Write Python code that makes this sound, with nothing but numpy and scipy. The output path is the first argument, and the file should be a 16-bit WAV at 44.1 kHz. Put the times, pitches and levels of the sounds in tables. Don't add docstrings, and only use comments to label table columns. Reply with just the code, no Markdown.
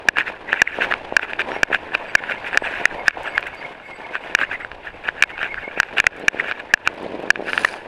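import sys
import numpy as np
from scipy import signal
from scipy.fft import rfft, irfft, next_fast_len
from scipy.io import wavfile
from scipy.ndimage import uniform_filter1d, minimum_filter1d, map_coordinates

SR = 44100
rng = np.random.default_rng(int(sys.argv[2]) if len(sys.argv) > 2 else 0)


def digitize_waveform(pressure):
    field = np.atleast_2d(pressure).T
    bounded = np.clip(field, -1, 1)
    quanta = np.round(bounded * 32767).astype(np.int16)
    wavfile.write(sys.argv[1], SR, quanta)


N = 347067

# (time [s], level [dB])
TYRE_EFFORT = [(0.0, -38), (0.4, -41), (0.5, -33), (0.7, -39.5), (0.8, -31.5), (1.15, -38.5), (1.6, -33),
               (1.8, -35.5), (2.4, -35), (2.7, -34.5), (3.0, -33.5), (3.1, -41), (3.25, -35), (3.7, -39.5),
               (3.9, -39.5), (4.7, -39.5), (4.95, -44), (5.4, -37.5), (5.9, -40), (6.35, -34), (6.65, -39),
               (6.8, -40.5), (7.0, -31), (7.28, -32), (7.5, -34), (7.65, -34), (7.86, -41)]
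# (time [s], softness [0-1])
SNOW_SOFTNESS = [(0, 0.29), (2.9, 0.19), (3.55, 0.04), (4.2, 0.07), (5.7, 0.16), (6.25, 0.53), (6.7, 0.14),
                 (7.0, 0.48), (7.45, 0.51), (7.87, 0)]
# (frequency [Hz], level [dB])
SNOW_TONE = [(25, -14), (60, -14), (130, -9.5), (300, -11), (580, 0), (950, 2), (1250, -10.5), (2500, -8),
             (4500, -21.5), (7000, -26), (10000, -34.5), (15000, -60)]


def amp(db):
    return 10 ** (np.asarray(db) / 20)


def unit(x):
    return x / np.sqrt(np.mean(x ** 2) + 1e-20)


def curves(rows):
    s, *cols = np.transpose(rows)
    return [np.interp(np.arange(N) / SR, s, c) for c in cols]


def wobble(rate):
    return map_coordinates(rng.standard_normal(int(N * rate / SR) + 4), [np.arange(N) * rate / SR])


def filtered(x, response):
    m = next_fast_len(len(x) + 8192)
    return irfft(rfft(x, m) * response(np.fft.rfftfreq(m, 1 / SR)), m)[:len(x)]


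def shape(points):
    f, db = np.transpose(points)
    return lambda hz: amp(np.interp(np.log(hz + 1), np.log(f), db))


def coloured(x, points):
    return unit(filtered(x, shape(points)))


def sparks(rate, spread_db):
    return (rng.random(N) < rate / SR) * amp(spread_db * np.clip(rng.standard_normal(N), -2, 2))


def add(track, s, sound):
    room = track[max(round(s * SR), 0):][:len(sound)]
    room += sound[:len(room)]


def ringing_mode(hz, centre, width):
    return 1j * hz * width / (centre ** 2 - hz ** 2 + 1j * hz * width)


def swell(s, length):
    return np.exp(-np.minimum((2 * (np.arange(N) / SR - s) / length) ** 2, 50))


def patchy(x, depth_db):
    spectra = signal.stft(x, nperseg=512, noverlap=384)[2]
    patches = uniform_filter1d(rng.standard_normal(spectra.shape), size=4, axis=0)
    patches = uniform_filter1d(patches, size=4, axis=1)
    spectra *= amp(depth_db * np.clip(unit(patches), -2, 2))
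    return unit(signal.istft(spectra, nperseg=512, noverlap=384)[1][:N])


def collapse(pitch_hz):
    phase = np.pi * pitch_hz * (np.arange(round(.008 * SR)) / SR - .004)
    return (1 - 2 * phase ** 2) * np.exp(-phase ** 2)


def crunch(pitch_hz, rate):
    pitches = pitch_hz * 2 ** np.array([-.5, 0, .5])
    layers = [signal.fftconvolve(sparks(rate, spread_db=4), collapse(hz), "same") for hz in pitches]
    return unit(sum(layers))


def tread(rate, scatter, spread_db=3, pitch_hz=430):
    knobs = np.arange(int(N / SR * rate))
    onsets = (knobs + scatter * rng.standard_normal(len(knobs))) * SR / rate
    strengths = amp(spread_db * np.clip(rng.standard_normal(len(knobs)), -2, 2))
    bites = np.bincount(np.clip(onsets, 0, N - 1).astype(int), strengths, N)
    return unit(signal.fftconvolve(bites, collapse(pitch_hz), "same"))


def tyres(bed_db=-2.5, firm_db=-5, soft_db=-10, tread_db=1.5, uneven_db=2.5):
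    # (time [s], peak [dB], pitch [Hz])
    lumps = [(0.297, -17.5, 620), (0.784, -12.5, 564), (0.801, -18, 560), (0.867, -19.5, 523),
             (1.121, -10, 560), (1.5, -18, 566), (1.561, -13, 556), (1.7, -15, 527), (1.712, -12.5, 540),
             (2.556, -17, 564), (2.619, -10.5, 550), (2.811, -18, 517), (2.946, -23, 440),
             (5.675, -17.5, 480), (5.772, -14.5, 506), (6.236, -21, 460), (6.343, -15.5, 464),
             (7.028, -20, 480), (7.059, -15.5, 443), (7.159, -25, 480), (7.191, -18, 440),
             (7.236, -18, 480), (7.393, -15, 460), (7.403, -16, 500), (7.421, -17, 470),
             (7.468, -20.5, 480)]
    softness = np.clip(curves(SNOW_SOFTNESS)[0], 0, 1)
    firmness = np.sqrt(np.maximum(1 - 1.6 * softness, 0))
    bed = coloured(rng.standard_normal(N) * amp(2.66 * wobble(150)), SNOW_TONE)
    grit = amp(bed_db) * bed + amp(firm_db) * crunch(pitch_hz=610, rate=110)
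    purr = amp(soft_db) * crunch(pitch_hz=450, rate=97) + amp(tread_db) * tread(rate=90, scatter=0.158)
    effort = amp(curves(TYRE_EFFORT)[0] + uneven_db * wobble(22))
    out = effort * (firmness * grit + softness * purr)
    for s, db, hz in lumps:
        add(out, s, amp(db) * collapse(hz))
    return out


def crackle(trim_db=-15):
    # (frequency [Hz], level [dB])
    crystal_tone = [(800, -10), (2500, 5), (4500, 1), (6000, -11), (8000, -15), (10000, -16), (12000, -29),
                    (16000, -38)]
    snaps = sparks(rate=220, spread_db=5.5) * rng.choice([-1, 1], N)
    envelope = curves(SNOW_SOFTNESS)[0] * amp(curves(TYRE_EFFORT)[0] + trim_db)
    return envelope * patchy(coloured(snaps, crystal_tone), depth_db=8)


def rumble(trim_db=-1, uneven_db=2.5):
    # (time [s], level [dB])
    shake = [(0, -53), (0.4, -54), (0.9, -51), (1.3, -51.5), (2.4, -54), (3.0, -48.5), (3.45, -49),
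             (3.65, -61), (4.1, -58), (4.45, -51.5), (5.3, -50), (5.9, -54), (6.5, -55), (7.86, -58)]
    # (frequency [Hz], level [dB])
    shake_tone = [(15, 1.5), (35, -1.5), (80, -3), (140, -9), (300, -27), (1000, -73)]
    envelope = amp(curves(shake)[0] + trim_db + uneven_db * wobble(14))
    return envelope * coloured(rng.standard_normal(N), shake_tone)


def disc_drag(trim_db=-6, sizzle_db=-14, uneven_db=4):
    # (time [s], speed [turns/s], brush level [dB])
    wheel = [(0, 3.2, -73), (1.7, 3.08, -47), (2.7, 3.08, -43.5), (4.0, 3.1, -43.5), (4.95, 2.8, -51),
             (5.5, 3.4, -47), (6.2, 9.1, -51), (7.87, 2.2, -64)]
    # (frequency [Hz], width [Hz], level [dB])
    disc_modes = [(2170, 35, -4), (3560, 76, -24), (4665, 69, -22), (6300, 140, -33), (7440, 90, -31),
                  (7800, 73, -33), (12200, 150, -41), (13700, 200, -42)]
    warp_turn, brush_turns = 0.24, 0.6
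    speed, brush_db = curves(wheel)
    from_warp = (np.cumsum(speed) / SR - warp_turn + .5) % 1 - .5
    contact = np.exp(-2 * (from_warp / brush_turns) ** 2) + amp(sizzle_db)
    friction, ring = rng.standard_normal(N), np.zeros(N)
    for centre, width, db in disc_modes:
        mode = filtered(friction, lambda hz: ringing_mode(hz, centre, width))
        ring += amp(db + uneven_db * wobble(22)) * mode
    return contact * amp(brush_db + trim_db) * unit(ring)


def case(hz, ring_hz, upper_db=0, wall_db=0, damping=0.62, miss_db_per_hz=0.012):
    # (frequency [Hz], width [Hz], level [dB])
    case_modes = [(762, 600, 7.5), (1500, 120, 3), (1700, 203, 16), (2399, 316, 11.5), (2720, 133, 2),
                  (3540, 380, -7), (4540, 720, -8), (7950, 450, -46)]
    (wall_hz, wall_width, wall_level), *higher = case_modes
    main_hz = max(higher, key=lambda mode: mode[2])[0]
    detune = abs(ring_hz - main_hz)
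    modes = [(ring_hz, width + damping * detune, db) if centre == main_hz
             else (centre, width, db + upper_db * (centre > main_hz)) for centre, width, db in higher]
    modes.append((wall_hz, wall_width, wall_level + wall_db - miss_db_per_hz * detune))
    return sum(amp(db) * ringing_mode(hz, centre, width) for centre, width, db in modes)


def jacket(rustle_db=-4.5, hiss_db=-4.5, tick_db=-10, fidget_db=2.5, cutoff_hz=2900):
    # (middle [s], length [s], level [dB])
    strokes = [(0.195, 0.036, -20.5), (0.283, 0.037, -27), (0.602, 0.018, -34), (0.756, 0.056, -31.5),
               (0.833, 0.037, -19), (0.915, 0.011, -20.5), (1.23, 0.029, -25), (1.304, 0.021, -30),
               (1.406, 0.017, -19), (1.555, 0.031, -30), (1.742, 0.03, -21), (1.948, 0.012, -20.5),
               (2.146, 0.012, -33), (2.188, 0.018, -26), (2.311, 0.031, -23.5), (2.474, 0.028, -25),
               (2.543, 0.038, -29.5), (2.661, 0.028, -25), (2.767, 0.16, -30), (3.08, 0.029, -25),
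               (3.271, 0.029, -28), (3.472, 0.018, -29), (4.152, 0.031, -29.5), (4.27, 0.09, -36.5),
               (4.413, 0.041, -21.5), (4.53, 0.032, -28), (4.609, .024, -36.5), (4.867, 0.043, -35),
               (5.051, 0.024, -34.5), (5.084, 0.019, -26.5), (5.199, 0.033, -36), (5.305, 0.02, -33),
               (5.433, 0.07, -28.5), (5.793, 0.032, -30), (5.984, 0.02, -19), (6.399, 0.018, -25),
               (6.492, 0.023, -24.5), (6.601, 0.011, -29), (6.869, 0.025, -30), (7.498, 0.014, -25.5),
               (7.64, 0.0097, -31)]
    # (time [s], level [dB])
    shifting = [(0.0, -45), (0.45, -46), (0.5, -29), (0.66, -36), (0.85, -34.5), (1.0, -42.5), (2.5, -35),
                (3.3, -41.5), (3.4, -33.5), (3.65, -43.5), (4.95, -48.5), (5.65, -37), (6.3, -41),
                (6.4, -29), (6.52, -31.5), (6.65, -46.5), (7.43, -43.5), (7.49, -30.5), (7.86, -43)]
    # (frequency [Hz], level [dB])
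    cloth_tone = [(100, -45), (600, -19.5), (1200, -12.5), (1480, 1), (1700, -3), (1950, -2), (2250, -5),
                  (2700, -1), (3150, -14.5), (3700, -14.5), (4300, -23), (5000, -23), (6800, -23),
                  (8000, -25), (9000, -33), (13500, -34.5), (15500, -45)]

    def muffled_case(hz):
        return case(hz, ring_hz=1690, wall_db=-5.5) / (1 + (hz / cutoff_hz) ** 6)

    shift_db = curves(shifting)[0]
    stroke_power = sum(amp(2 * db) * swell(s, length) for s, length, db in strokes)
    rustle = amp(shift_db + rustle_db + fidget_db * wobble(25))
    slips = sparks(rate=500, spread_db=4.5) * rng.choice([-1, 1], N)
    creases = sparks(rate=45, spread_db=4)
    catches = unit(filtered(slips, muffled_case))
    ticks = unit(filtered(creases, muffled_case))
    hiss = coloured(rng.standard_normal(N), cloth_tone)
    rubbing = patchy(catches, depth_db=4.5) + amp(hiss_db) * patchy(hiss, depth_db=4)
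    return np.sqrt(stroke_power + rustle ** 2) * rubbing + amp(shift_db + tick_db) * ticks


def knocks(contact_hz=2400, thump_db=-46.5, thump_t60=0.031, wall_db=-9):
    # (time [s], peak [dB], ring [Hz], upper modes [dB], low body [dB])
    blows = [(0.0863, 23, 1690, 1, 6), (0.1702, -5.5, 1760, -14, -5), (0.185, 0, 1670, 1, -5),
             (0.2799, -11, 1840, -2, -3), (0.5296, -0.5, 1670, -8, -3), (0.5408, -10, 1620, -16, 5),
             (0.6178, 24, 1700, 2.5, 5.5), (0.8197, -8, 1690, 0, -2), (0.9233, -5.5, 1630, -6, -6),
             (0.939, -3, 1440, 12, 7), (1.1664, 25, 1645, -2.5, 2), (1.1944, -1.5, 1520, -13, 6),
             (1.334, -9.5, 1670, 4, 10), (1.394, -5.5, 1660, -1, -3), (1.418, -10, 1630, 17, -3),
             (1.518, -13, 1700, -6, 2), (1.632, 17, 1647, 0.5, 10), (1.7468, -1, 1610, 0, 5),
             (1.9507, -0.5, 1570, 9.5, 0), (2.152, 24.5, 1665, -0.5, 4.5), (2.2384, -12, 1690, -17, -7),
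             (2.321, -15, 1720, 10, -2), (2.446, -18, 1660, -16, -5), (2.53, -13, 1710, -16, 0),
             (2.5737, 14, 1690, 1.5, 3), (2.855, 16, 1894, -1.5, -4), (3.0812, 19, 1690, -2.5, 4),
             (3.108, -10.5, 1680, 4, -3), (3.379, 0, 1690, -7, -9), (3.428, -14, 1780, 15, 0),
             (4.154, -9, 1480, -14, 5), (4.35, 15, 1710, 2, 3.5), (4.389, -5, 1570, -9, -4),
             (4.414, -4.5, 1610, 4, 0), (4.6478, -14.5, 1610, -21, 0), (4.7165, -16, 1680, 0, 3),
             (5.088, -5, 1640, -26, 3), (5.224, 19.5, 1690, 6.5, -4), (5.2369, 9, 1700, 5.5, -9),
             (5.3796, -17, 1630, 3, 0), (5.4302, -7.5, 1690, -2, -2), (5.5433, -13, 1670, 0, 0),
             (5.801, 12, 1649, -4.5, 0), (5.8315, -3.5, 1690, 4, -11), (5.983, 1.5, 1710, 5, -3),
             (5.991, -6, 1700, 7, -5), (6.001, 8.5, 1700, 6, -1.5), (6.042, -7.5, 1610, 0, 16),
             (6.0673, 25, 2038, 1.5, -2.5), (6.282, 20, 1690, 3.5, 0.5), (6.513, -7.5, 1580, 4, 9),
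             (6.521, -11, 1650, 5, -3), (6.738, 25, 1690, 0.5, 6.5), (6.775, -17, 1670, -16, 2),
             (6.8747, 4.5, 1500, 4, -9), (7.3038, 24, 1664, 0.5, 4.5), (7.358, -8, 1650, 3, -6),
             (7.4828, -13, 1680, -4, -2), (7.5325, -4.5, 1690, 7, -5), (7.578, -0.5, 1730, 0, -3),
             (7.6475, 1, 1770, -3, -8), (7.6493, 1, 1910, -10, -10), (7.688, -19, 1700, 4, 0),
             (7.74, -17, 1830, 14, -6)]
    firm_chatter, loose_chatter, chatter_t60 = .022, .055, .009
    out, t = np.zeros(N), np.arange(2048) / SR
    for s, db, ring_hz, upper_db, body_db in blows:
        looseness = np.clip(2 - db / 8, 0, 1)
        chatter = firm_chatter + looseness * loose_chatter
        force = chatter * rng.standard_normal(len(t)) * amp(-60 * t / chatter_t60)
        force[0] = 1
        cutoff_hz = min(contact_hz * 2 ** (db / 60), SR / 4)
        force = signal.lfilter(*signal.butter(2, cutoff_hz, fs=SR), force)
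        ring = filtered(force, lambda hz: case(hz, ring_hz, upper_db, wall_db + body_db))
        jolt = amp(thump_db + body_db - 60 * t / thump_t60)
        add(out, s, amp(db) * (ring / np.abs(ring).max() + jolt))
    return out


def creaks(scatter_hz=170):
    # (middle [s], length [s], pitch [Hz], glide [octaves/s], level [dB])
    grips = [(0.488, 0.016, 1850, -5, -31.5), (0.504, 0.0079, 1990, 8, -32), (0.524, 0.0097, 2565, -6, -26),
             (0.572, 0.0061, 1560, 0, -32), (0.602, .012, 2010, 0, -24), (0.596, 0.011, 2520, -7, -29),
             (0.676, 0.0021, 1905, 0, -11), (0.922, 0.0066, 1630, 0, -20), (4.435, 0.0067, 1665, -1, -16),
             (4.541, 0.021, 1950, 4.5, -27), (4.609, .009, 1970, 0, -30.5), (5.417, .016, 1733, 7, -29),
             (5.581, 0.014, 1640, 0, -27), (5.778, .018, 2550, 6, -32), (5.793, .012, 1910, -5, -31),
             (6.4, 0.0031, 1920, 0.5, -11), (6.712, .012, 2010, 0, -35)]
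    out, t = np.zeros(N), np.arange(-2205, 2205) / SR
    for s, length, hz, glide, db in grips:
        jitter = unit(uniform_filter1d(rng.standard_normal(len(t)), size=60))
        phase = 2 * np.pi * np.cumsum(hz * 2 ** (glide * t) + scatter_hz * jitter) / SR
        envelope = amp(db) * np.sqrt(2) * np.exp(-2 * (t / length) ** 2)
        add(out, s + t[0], envelope * np.sin(phase))
    return out


def brake_squeaks(trim_db=-2, drift_hz=48, flutter_db=3.5):
    # (middle [s], length [s], pitch [Hz], level [dB])
    grabs = [(1.545, 0.05, 5570, -47), (1.568, 0.016, 2170, -32), (2.1, 0.032, 4665, -50),
             (2.098, .03, 7980, -55), (2.105, 0.018, 2200, -43), (2.181, 0.019, 2180, -27),
             (2.375, 0.012, 2140, -32), (2.65, 0.055, 8100, -45), (2.767, 0.013, 2170, -29),
             (3.003, 0.024, 2170, -32), (3.29, 0.032, 7980, -51), (3.358, 0.013, 2165, -24),
             (3.54, 0.019, 2170, -32.5), (3.585, .01, 2170, -38), (3.592, 0.021, 4665, -42),
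             (3.615, 0.0075, 2160, -34), (3.651, 0.0096, 2130, -32.5), (3.925, 0.029, 2133, -36),
             (3.955, 0.02, 7980, -50), (3.963, 0.028, 4665, -54), (4.052, .018, 2170, -39),
             (4.097, 0.012, 2170, -37), (4.48, 0.027, 2170, -42), (4.558, 0.0062, 2015, -27),
             (4.633, .012, 2170, -35), (4.64, 0.024, 7980, -57), (5.343, 0.023, 2170, -35),
             (5.515, 0.032, 2135, -30), (5.654, 0.021, 2160, -29.5), (5.682, 0.012, 2180, -30)]
    t = np.arange(N) / SR
    drift = drift_hz * np.cumsum(wobble(220)) / SR
    song = sum(amp(db) * np.sqrt(2 * swell(s, length)) * np.sin(2 * np.pi * (hz * t + drift))
               for s, length, hz, db in grabs)
    return song * amp(trim_db + flutter_db * wobble(110))


def crust():
    # (middle [s], length [s], level [dB])
    breaks = [(2.019, 0.027, -29.5), (2.825, .028, -32), (2.994, 0.06, -32.5), (3.172, 0.0087, -26.5),
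              (3.207, 0.018, -31.5)]
    power = sum(amp(2 * db) * swell(s, length) for s, length, db in breaks)
    return np.sqrt(power) * coloured(crunch(pitch_hz=735, rate=250), SNOW_TONE)


def crumbs(t60=0.03):
    # (time [s], level [dB])
    hits = [(3.231, -39), (3.355, -44), (3.407, -41), (3.469, -37), (3.547, -43), (6.165, -45),
            (6.196, -42), (6.94, -48), (7.028, -44), (7.2, -49), (7.225, -47)]
    # (frequency [Hz], level [dB])
    tick_tone = [(2000, -15), (5500, 0), (7500, 6), (10500, -5), (14000, -5), (16000, -20)]
    envelope, t = np.zeros(N), np.arange(SR // 10) / SR
    for s, db in hits:
        add(envelope, s, amp(db - 60 * t / t60))
    return envelope * coloured(rng.standard_normal(N), tick_tone)


def spray(start_s=7.49, hold_s=0.24, level_db=-40.5, crest_db=4.5, clump_db=0.5):
    # (frequency [Hz], level [dB])
    hiss_tone = [(500, -4), (1600, -3), (3600, 0), (4900, 5), (5700, -2), (6300, 3), (7100, -1.5),
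                 (8000, -2), (8800, 0), (10200, -4.5), (10900, -21), (12500, -17), (14300, -11),
                 (16000, -32)]
    rise_s, fall_s = 0.066, 0.1
    grains = sparks(rate=1300, spread_db=3) * rng.choice([-1, 1], N)
    t = np.arange(N) / SR - start_s
    arch = np.sin(np.pi * np.clip(t / hold_s, 0, 1)) ** 2
    fade_db = 20 * np.maximum(0, np.maximum(-t / rise_s, (t - hold_s) / fall_s))
    envelope = amp(level_db + crest_db * arch - fade_db + clump_db * wobble(70))
    return envelope * patchy(coloured(grains, hiss_tone), depth_db=3.5)


def scene():
    # (frequency [Hz], gain [dB])
    sheen = [(3000, 0), (5000, -1), (7400, -3), (7950, 1), (8600, -4), (9900, 3), (11000, -2), (12200, 5),
             (14000, 10)]
    camera = knocks() + jacket() + creaks() + rumble()
    snow = tyres() + crust() + crackle() + spray() + crumbs()
    return filtered(camera + snow + brake_squeaks() + disc_drag(), shape(sheen))[None]


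def duck(x, threshold_db=-3, slope=0.34, depth_db=10, hold_s=0.032, release_s=0.016):
    over_db = 20 * np.log10(np.abs(x) + 1e-9) - threshold_db
    wanted_db = np.clip(slope * over_db, 0, depth_db)
    span = int(hold_s * SR) // 2 * 2 + 1
    held_db = -minimum_filter1d(-wanted_db, span, origin=span // 2)
    age = np.arange(N) / (release_s * SR)
    cut_db = np.exp(np.maximum.accumulate(np.log(held_db + 1e-9) + age) - age)
    attack = np.hanning(round(.007 * SR))
    return x * amp(-signal.fftconvolve(cut_db, attack / attack.sum())[:N])


def limit(x, ceiling_db=7):
    peak = uniform_filter1d(-minimum_filter1d(-np.abs(x), size=31), size=21)
    return x / np.maximum(1, peak / amp(ceiling_db))


def record(dry, hardness=4, top_hz=15800):
    # (frequency [Hz], gain [dB])
    treble_loss = [(2000, 2), (3600, 1), (5000, -2.5), (6000, -5.5), (8000, -7), (10500, -3.5),
                   (14000, -20), (15200, -24), (16000, -38)]
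    limited = limit(duck(dry[0]))
    saturated = limited / (1 + np.abs(limited) ** hardness) ** (1 / hardness)
    clipped = np.clip(filtered(saturated, shape(treble_loss)), -.985, .985)
    return filtered(clipped, lambda hz: 1 / (1 + (hz / top_hz) ** 60))[None]


dry = scene()
out = record(dry)
digitize_waveform(out)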